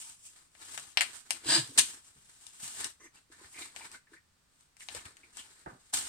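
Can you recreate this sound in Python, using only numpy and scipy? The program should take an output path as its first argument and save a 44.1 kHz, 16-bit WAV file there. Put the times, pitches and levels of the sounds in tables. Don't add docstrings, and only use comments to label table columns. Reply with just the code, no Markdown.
import sys
import numpy as np
from scipy import signal
from scipy.fft import rfft, irfft
from scipy.io import wavfile
from scipy.ndimage import uniform_filter1d

SR = 44100
rng = np.random.default_rng(int(sys.argv[2]) if len(sys.argv) > 2 else 0)


def nominal_scale(level):
    x = np.asarray(level, float) / 20
    return 10 ** x


def generate_wav(sig):
    pcm = np.round(np.clip(np.atleast_2d(sig).T, -1, 1) * 32767).astype(np.int16)
    wavfile.write(sys.argv[1], SR, pcm)


N = 268480


def unit_rms(x):
    return x / np.sqrt(np.mean(x ** 2) + 1e-20)


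def read(points, hz):
    f, value = np.transpose(points)
    return np.interp(np.log(hz + 1), np.log(f + 1), value)


def add(mix, start_s, sound):
    part = mix[..., round(start_s * SR):][..., :sound.shape[-1]]
    part += sound[..., :part.shape[-1]]


def band(x, lo_hz, hi_hz):
    edges_hz = [lo_hz, min(hi_hz, 20000)]
    return signal.sosfilt(signal.butter(2, edges_hz, "bandpass", fs=SR, output="sos"), x)


def resonate(x, hz, width_hz):
    return signal.lfilter(*signal.iirpeak(hz, hz / width_hz, SR), x)


def sides(pan_db):
    return nominal_scale(np.outer([.5, -.5], pan_db))


def place(x, pan_db, lag):
    padded = np.pad(x, (0, 64))
    left = np.roll(padded, max(round(lag), 0))
    right = np.roll(padded, max(-round(lag), 0))
    return np.array([left, right])[:, :len(x)] * sides(pan_db)


def wander(count, first, second):
    noise = rng.standard_normal(count)
    return unit_rms(uniform_filter1d(uniform_filter1d(noise, first), second))


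def fibres(count, per_s, spread_db, clump_db):
    size = nominal_scale(spread_db * np.minimum(rng.exponential(1, count), 4)) * rng.standard_normal(count)
    slipping = rng.random(count) < per_s / SR
    return unit_rms(size * slipping * nominal_scale(clump_db * wander(count, 500, 300)))


def hush():
    # (frequency [Hz], density [dB per Hz])
    colour = [(30, -1), (60, 0), (150, -4), (400, -17), (700, -18), (1200, -13.5), (3000, -23), (8000, -26),
              (16000, -30)]
    # (frequency [Hz], likeness [0-1])
    likeness = [(60, 1), (300, 0.15), (700, 0.16), (2000, .1)]
    hz = np.fft.rfftfreq(N, 1 / SR)
    left, other = rfft(rng.standard_normal((2, N)))
    same = np.clip(read(likeness, hz), -1, 1)
    right = same * left + np.sqrt(1 - same ** 2) * other
    return nominal_scale(-69.5) * unit_rms(irfft(np.array([left, right]) * nominal_scale(read(colour, hz)), N))


def room(x, tail_db):
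    # (delay [s], level [dB])
    echoes = [(.0031, -11), (.0047, -14), (.0091, -14), (.0135, -19), (.0178, -19), (.024, -19)]
    # (frequency [Hz], t60 [s])
    decay = [(100, 0.12), (500, 0.15), (2000, 0.26), (6000, 0.23), (12000, 0.23)]
    taps = np.zeros((2, SR // 2))
    at = np.arange(300, SR // 2 - 20, 20)
    at = at + rng.integers(0, 20, (2, len(at)))
    np.put_along_axis(taps, at, rng.choice([-1., 1.], at.shape), 1)
    hz, t, z = signal.stft(taps, SR, nperseg=256)
    z[1, :2] = .9 * z[0, :2] + .4 * z[1, :2]
    z *= nominal_scale(-60 * t / read(decay, hz)[:, None])
    tail = signal.istft(z, SR, nperseg=256)[1]
    tail *= nominal_scale(tail_db) / np.linalg.norm(tail[0])
    for delay_s, db in echoes:
        scatter = band(rng.standard_normal((2, 90)), 700, 9000) * np.exp(-np.arange(90) / 35)
        scatter -= scatter.mean(1, keepdims=True) - scatter.mean()
        add(tail, delay_s, nominal_scale(db) * scatter / np.linalg.norm(scatter, axis=1, keepdims=True))
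    return signal.fftconvolve(x, tail, axes=1)[:, :N]


def strokes(t, band_db, share):
    # (peak time [s], fizz [dB], rise [s], fall [s], weight
    # [dB])
    rubs = [(0.021, -48, 0.49, 0.16, -8.5), (.115, -53.5, 0.22, 0.063, -4), (.27, -53, 0.15, 0.095, -18),
            (.36, -61.5, 0.28, 0.19, 1.5), (0.641, -51.5, 0.092, 0.23, 5.5), (.75, -49, 0.23, 0.084, -3),
            (.79, -51, 0.051, 0.17, 0.5), (.9, -55.5, 0.07, .06, 1.5), (1.07, -52.5, 0.16, 0.13, 7.5),
            (1.173, -50, 0.12, 0.072, -2.5), (1.29, -68.5, 0.12, 0.054, -14),
            (1.37, -53, 0.18, 0.018, 6), (1.44, -60, 0.029, 0.3, 19), (1.66, -52.5, 0.55, 0.072, 5.5),
            (1.762, -57, 0.012, 0.26, 16), (1.9, -46.5, 0.48, 0.11, -3.5),
            (2.062, -59, 0.13, 0.0885, -3.5), (2.168, -70, 0.032, .3, -5), (2.44, -63, 0.079, 0.27, -7),
            (2.55, -58, 0.78, 0.24, -0.5), (2.632, -44.5, 0.041, 0.22, -6.5),
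            (2.74, -48.5, 0.23, .12, -3), (2.81, -39, 0.051, 0.022, 0.5), (2.859, -41, 0.12, 0.028, 5),
            (2.904, -56.5, .1, .03, -0.5),
            (3.05, -59, 0.087, 0.04, -13), (3.157, -61.5, 0.041, 0.097, 8),
                 (3.322, -59, 0.016, 0.083, 5.5), (3.46, -58, 0.18, 0.054, 9.5),
                 (3.52, -57.5, 0.08, 0.13, -22), (3.619, -47, 0.128, 0.12, 5),
                 (3.77, -52, 0.031, 0.17, 5.5), (3.857, -54, 0.2, 0.046, 8.5),
                 (3.949, -56, 0.12, 0.049, 7.5), (4.14, -63, 0.056, 0.045, 10.5),
                 (4.62, -71.5, 0.25, 0.13, 0), (4.82, -53.5, 0.0496, 0.12, -4.5),
                 (4.92, -54, 0.056, 0.06, 2), (4.952, -46.5, 0.04, 0.1, 7.5),
                 (5.058, -53, 0.027, 0.077, 11), (5.25, -70, 0.7, 0.51, 11.5),
                 (5.392, -49.5, 0.082, 0.074, 0.5), (5.5, -62, 0.23, 0.4, 6.5),
                 (5.68, -73.5, 0.041, 0.15, 13), (5.91, -65, 0.41, .03, 3),
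                 (5.939, -29, 0.011, 0.086, -4.5), (5.99, -42, 0.054, 0.2, -0.5),
                 (6.06, -51, 0.13, 0.066, -4)]
    drop_db, roundness = 24, 1.17
    power = np.zeros(len(t))
    for peak_s, fizz_db, rise_s, fall_s, weight_db in rubs:
        before = (peak_s - t) / max(rise_s, .004)
        after = (t - peak_s) / max(fall_s, .004)
        away = np.where(t < peak_s, before, after)
        power += nominal_scale(2 * (fizz_db + band_db + share * weight_db - drop_db * away ** roundness))
    return np.sqrt(power)


def rustle():
    # (time [s], left-right [dB])
    where = [(0.0, 0), (1.01, 5), (1.178, -7.5), (1.32, 2), (1.83, -1.5), (2.01, 2), (3.67, 0.5), (3.74, 2),
             (4.05, 0.5), (4.88, 1.5), (5.84, 1.5), (6.08, -0.5)]
    # (low [Hz], high [Hz], level re fizz [dB], share of the weight [ratio])
    layers = [(6340, 22000, 2.5, 0.011), (2700, 4380, -6.5, 0.28), (705, 2030, -7.5, 0.77),
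              (237, 500, -18.5, 1.236)]
    patch_leads = [-24, -17, -9, -3, 6]
    held_s, pan_db = np.transpose(where)
    t = np.arange(N) / SR
    coarse = t[::64]
    crackles = fibres(N, per_s=400, spread_db=1.5, clump_db=2.5)
    slips = .6 * place(crackles, 0, -9)
    for lag in patch_leads:
        slips += place(fibres(N, per_s=4000, spread_db=2.5, clump_db=2.2), 0, lag)
    flutter = wander(N, 600, 400)
    out = np.zeros((2, N))
    for lo, hi, db, share in layers:
        side = sides(np.interp(t, held_s, pan_db) * (hi > 1000))
        heard = slips if hi > 1000 else slips.mean(0) + .6 * slips
        sound = unit_rms(band(heard, lo, hi))
        if hi < 1000:
            sound += 0.6 * unit_rms(band(band(heard, 53, 120), 30, 200))
        level = np.interp(t, coarse, strokes(coarse, db, share))
        flutter_db = 1.6 if lo > 2000 else 2.8
        out += sound * level * nominal_scale(flutter_db * flutter) * side
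    return out


def drag():
    # (frequency [Hz], width [Hz], level [dB])
    folds = [(330, 190, -4), (1150, 450, -6.5), (1940, 440, -3), (6140, 520, -8)]
    length_s = 0.086
    t = np.arange(0, length_s, 1 / SR)
    slips = fibres(len(t), per_s=2500, spread_db=2.0, clump_db=2.0)
    sound = np.zeros(len(t))
    for hz, w, db in folds:
        sound += nominal_scale(db) * unit_rms(resonate(resonate(slips, hz, w), hz, 0.9 * w))
    sound *= signal.windows.tukey(len(t), .15)
    return nominal_scale(-61.5 + 3.0 * t / length_s) * place(sound, 0.42, -2.9)


def scuff(db, hz, length_s):
    t = np.arange(round(.15 * SR)) / SR
    slips = fibres(len(t), per_s=3000, spread_db=2.2, clump_db=1.0)
    fold = unit_rms(resonate(resonate(slips, hz, .14 * hz + 25), hz, .5 * hz + 40))
    shape = (1 - np.exp(-t / (0.068 * length_s))) * np.exp(-t / np.clip(length_s, .004, .06))
    fold, slips = (x / np.sqrt(np.average(x ** 2, weights=shape ** 2)) for x in (fold, slips))
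    scratch = unit_rms(band(slips, hz / 2, 3.8 * hz))
    return nominal_scale(db - 5.0) * place((fold + 0.12 * scratch) * shape, 0.71, -3.0)


def swipe():
    # (time [s], pressure [dB])
    sweep = [
        (1.42, -65),
        (1.463, -42.5),
        (1.493, -29.5),
        (1.539, -27),
        (1.577, -31),
        (1.602, -36.5),
        (1.65, -57.5),
        (1.74, -65),
    ]
    # (frequency [Hz], width [Hz], level [dB])
    ribs = [(620, 300, -10), (880, 360, -7.5), (1640, 180, -3.5), (3250, 640, -7), (3900, 900, -2),
            (4740, 200, -3), (8140, 2000, -1.5), (13100, 2500, -3)]
    s, pressure_db = np.transpose(sweep)
    t = np.arange(s[0], s[-1], 1 / SR)
    near = fibres(len(t), per_s=6000, spread_db=2.0, clump_db=1.0)
    wide = fibres(len(t), per_s=6000, spread_db=2.0, clump_db=1.0)
    slips = place(near, 0, -2) + .8 * place(wide, 0, -21)
    now_db = np.interp(t, s, pressure_db)
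    slack_db = now_db - pressure_db.max()
    weave = np.zeros((2, len(t)))
    for hz, w, db in ribs:
        rib = unit_rms(resonate(resonate(slips, hz, w), hz, 3 * w))
        weave += nominal_scale(db - 4.5 + 100.0 / w * slack_db) * rib
    scrape = unit_rms(band(near, 220, 480))
    sound = weave * nominal_scale(now_db + 1.0) + scrape * nominal_scale(now_db - 18.0)
    out = np.zeros((2, N))
    add(out, s[0], sound * signal.windows.tukey(len(t), .1))
    return out


def boom(db, start_hz, end_hz, length_s):
    u = np.linspace(0, 1, round(2 * length_s * SR))
    swings = np.sin(2 * np.pi * np.cumsum(start_hz + (end_hz - start_hz) * u) / SR)
    return nominal_scale(db) * swings * np.sin(np.pi * u) ** 2


def thud():
    # (frequency [Hz], level [dB], t60 [s])
    modes = [(134.5, -8, 0.088), (230, -10, 0.069), (342, -4.5, 0.067), (885, 4, 0.054), (1560, 2.5, 0.022)]
    t = np.arange(round(.2 * SR)) / SR
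    rings = sum(nominal_scale(db - 60 * t / t60) * np.sin(2 * np.pi * hz * t) for hz, db, t60 in modes)
    settle = fibres(len(t), per_s=1500, spread_db=3, clump_db=3)
    for lo_hz, hi_hz in [(250, 1800), (200, 1700), (150, 1700)]:
        settle = band(settle, lo_hz, hi_hz)
    body = rings / abs(rings).max() + 0.2 * unit_rms(settle) * np.exp(-t / 0.042)
    return nominal_scale(-30) * place(body * (1 - np.exp(-t / 0.00088)), -2.2, 22.8)


def hook(panel_db, hz, tick_db, pan_db):
    push_db = panel_db - 24.5 + 2.5 * min(pan_db, 10.5)
    t = np.arange(900) / SR
    grit = .5 * band(rng.standard_normal(len(t)), 2000, 14000) * np.exp(-t / .0013)
    snap = 2.07 * np.exp(-t / .00006) * np.cos(2 * np.pi * 9500 * t)
    tick = nominal_scale(tick_db + 3.0) * (snap + grit)
    cycles = 0.85 * hz * t + 0.26 * (1 - np.exp(-t * hz / .6))
    swing = np.sin(2 * np.pi * cycles) * np.exp(-t * hz / .55) * (1 - np.exp(-t * hz / 0.12))
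    panel = nominal_scale(panel_db + 5.5) * band(swing, .45 * hz, 20000)
    push = nominal_scale(push_db - 5.0) * band(np.sin(2 * np.pi * 750 * t) * np.exp(-t / 0.00098), 690, 4200)
    lag = -1.5 * pan_db - 7
    sharp = place(band(tick, 2500, 15000), pan_db, lag) + place(panel, .75 * pan_db, lag)
    return sharp + place(push, .4 * pan_db, 2.1 * lag)


def rip():
    # (time [s], panel [dB], tick [dB])
    run = [
        (1.776, -28, -21.5),
        (1.7778, -12, -13),
        (1.7803, -21, -17),
        (1.7822, -10.5, -11),
        (1.7847, -18, -10.5),
        (1.7863, -17.5, -7),
        (1.7892, -5, -4.5),
        (1.7891, -18, -12.5),
        (1.792, -15, -18),
        (1.7939, -16.5, -6),
    ]
    out = np.zeros((2, N))
    for (s, panel_db, tick_db), (pitch, side) in zip(run, rng.uniform(-1.1, 1, (len(run), 2))):
        hz = 3470 * (1 + 0.22 * pitch)
        add(out, s, hook(panel_db, hz, tick_db, 1.8 + 5.0 * side))
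    return out


def scene():
    # (time [s], peak [dB], fold [Hz], length [s])
    scuffs = [(2.796, -51, 1266, 0.0081), (2.831, -41, 1680, 0.015), (3.065, -51, 1970, 0.0056),
              (3.316, -53.5, 1720, 0.027), (3.413, -44, 314, 0.0033), (3.444, -48.5, 1750, 0.0071),
              (3.539, -48.5, 2160, 0.043), (3.609, -41.5, 340, 0.0087), (3.744, -53, 1000, 0.012),
              (3.806, -40.5, 930, 0.0077), (3.845, -42.5, 920, 0.0065), (0.029, -59, 900, 0.071),
              (3.941, -41, 1494, 0.0092), (3.938, -51, 2100, 0.018), (3.58, -49, 350, 0.0088),
              (4.115, -51.5, 350, 0.021), (4.068, -57.5, 1740, 0.014), (4.16, -51.5, 1900, 0.015),
              (4.132, -45, 1595, 0.0067), (4.946, -38.5, 490, 0.011), (5.062, -55, 1450, 0.0095),
              (1.779, -28.5, 1030, 0.012), (1.782, -25.5, 1680, 0.01), (3.162, -59, 2800, 0.02),
              (5.232, -48.5, 2280, 0.0096), (5.34, -61, 2800, 0.012), (5.379, -44.5, 3030, 0.027),
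              (5.937, -34, 4100, 0.012), (5.931, -37, 800, 0.011), (2.631, -50, 2120, 0.012),
              (3.572, -43, 2400, 0.012), (3.584, -53, 740, 0.0051), (3.3, -51, 340, 0.0066),
              (3.614, -43.5, 2200, 0.028), (3.62, -40, 3900, 0.0078), (3.809, -44.5, 2350, 0.011),
              (3.848, -47, 2350, .01), (3.4, -51, 1050, 0.0089), (3.909, -55, 1040, .01),
              (4.806, -47, 2200, .006), (4.818, -46, 1960, 0.0087), (4.973, -48, 2400, .008),
              (4.98, -51, 1400, .008), (4.989, -46, 2700, .006), (4.957, -46, 1050, 0.0069),
              (5.689, -52.5, 1700, 0.012), (5.713, -52, 840, 0.01), (5.236, -60, 360, .01)]
    # (time [s], peak [dB], mattress [Hz], length [s])
    bumps = [(0.759, -57, 126, 0.041), (1.443, -51, 128, 0.03), (1.715, -50.5, 330, 0.015),
             (1.689, -44, 280, 0.014), (1.763, -47.5, 400, 0.011), (1.81, -46, 295.4, 0.024),
             (1.779, -32, 640, 0.0093), (1.785, -41.5, 75.8, 0.018), (2.159, -53, 100, 0.023),
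             (2.627, -45, 115.1, 0.017), (2.785, -55, 86.1, 0.021), (3.444, -49, 48.4, 0.011),
             (4.956, -42.5, 61.9, 0.016), (5.06, -40, 84, 0.0063), (5.714, -46, 200, 0.0091),
             (5.745, -51.5, 203, 0.01), (5.686, -49, 340, 0.006), (6.035, -48, 67.3, 0.02)]
    # (middle [s], peak [dB], start [Hz], end [Hz], length [s])
    booms = [(1.467, -40, 330, 300.7, .014), (1.493, -35, 320, 290, .014), (1.526, -35, 320, 288.5, 0.023),
             (1.573, -33, 365, 290.5, .03), (1.615, -46.5, 330, 320, .02), (1.495, -43, 130, 145, .04),
             (1.55, -45.5, 177, 150, .025), (1.597, -33, 155.7, 120, .028), (1.634, -45, 130, 115, .02),
             (1.697, -49, 130.8, 110, 0.018), (1.787, -42.5, 279.8, 240, .013),
             (5.677, -41.5, 170, 109, 0.0096), (5.684, -48, 75, 55, .025), (5.735, -48.5, 150, 120, .015)]
    # (time [s], panel [dB], panel [Hz], tick [dB], left-right [dB])
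    hooks = [(0.5517, -45, 1820, -69, 14), (0.777, -26, 1400, -29.5, 10.5), (0.7976, -51, 3488, -34, -1.5),
             (0.9728, -3.5, 2700, -17, 8), (1.0088, -5.5, 2220, -14, 7), (1.0175, -11.5, 2500, -18, 8),
             (1.307, -14, 2930, -16, 9), (1.4472, -37, 3703, -42, 12), (1.4663, -30, 3900, -35, -2),
             (2.167, -50, 1432, -57.5, 2.5), (2.4671, -40, 5120, -35.5, 9), (2.8441, -26, 2280, -22.5, 5),
             (2.846, -32, 1700, -29, 2.5), (3.062, -52, 1490, -61, -2), (3.3175, -50, 1700, -56, 0),
             (3.7626, -29.5, 2370, -38, 15.5), (3.9163, -46, 2500, -38.5, 5.5),
             (4.6087, -56.5, 1315, -55, 8.5), (4.768, -45, 2210, -48, 8), (4.807, -38, 2300, -53, 1),
             (4.818, -48, 2160, -46, -4), (4.8869, -24, 2980, -39.5, 9.5), (4.8897, -38, 3300, -45, 4),
             (4.9492, -53, 5150, -33, 12.5), (5.055, -32.5, 1780, -44.5, 4), (5.169, -41.5, 2100, -44, 5.5),
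             (5.3708, -41, 3096, -36, 11)]
    # (panel [dB], panel [Hz], tick [dB], left-right [dB])
    edge_click = (-48, 948, -64, -4.5)
    put_down_s = 5.6608
    wallet = rustle()
    add(wallet, 2.994, drag())
    for s, *row in scuffs + bumps:
        add(wallet, s, scuff(*row))
    wallet += swipe()
    for middle_s, db, start_hz, end_hz, length_s in booms:
        add(wallet, middle_s - length_s, boom(db, start_hz, end_hz, length_s))
    add(wallet, put_down_s, hook(*edge_click))
    add(wallet, put_down_s, thud())
    for s, *row in hooks:
        add(wallet, s, hook(*row))
    wallet += rip()
    return wallet + room(wallet, tail_db=-8.5) + hush()


def top_cut(x):
    return signal.sosfilt(signal.butter(12, 16490, fs=SR, output="sos"), x)


def record(dry):
    # (frequency [Hz], gain [dB])
    response = [(25, -7), (130, -4), (320, -1), (540, -2), (900, -2.5), (2000, -0.5), (4800, 4.5),
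                (6200, 2.5), (7400, 4.5), (8300, 8), (9200, 3), (10300, -7), (13500, -13), (16000, -27.5)]
    log_gain = np.log(nominal_scale(read(response, abs(np.fft.fftfreq(4096, 1 / SR)))))
    taps = np.fft.ifft(np.exp(np.conj(signal.hilbert(log_gain)))).real[:2048]
    heard = signal.oaconvolve(dry, taps[None], axes=1)[:, :N]
    heard += nominal_scale(-81) * rng.standard_normal(dry.shape)
    return top_cut(.75 * np.tanh(heard / .75))


dry = scene()
out = record(dry)
generate_wav(out)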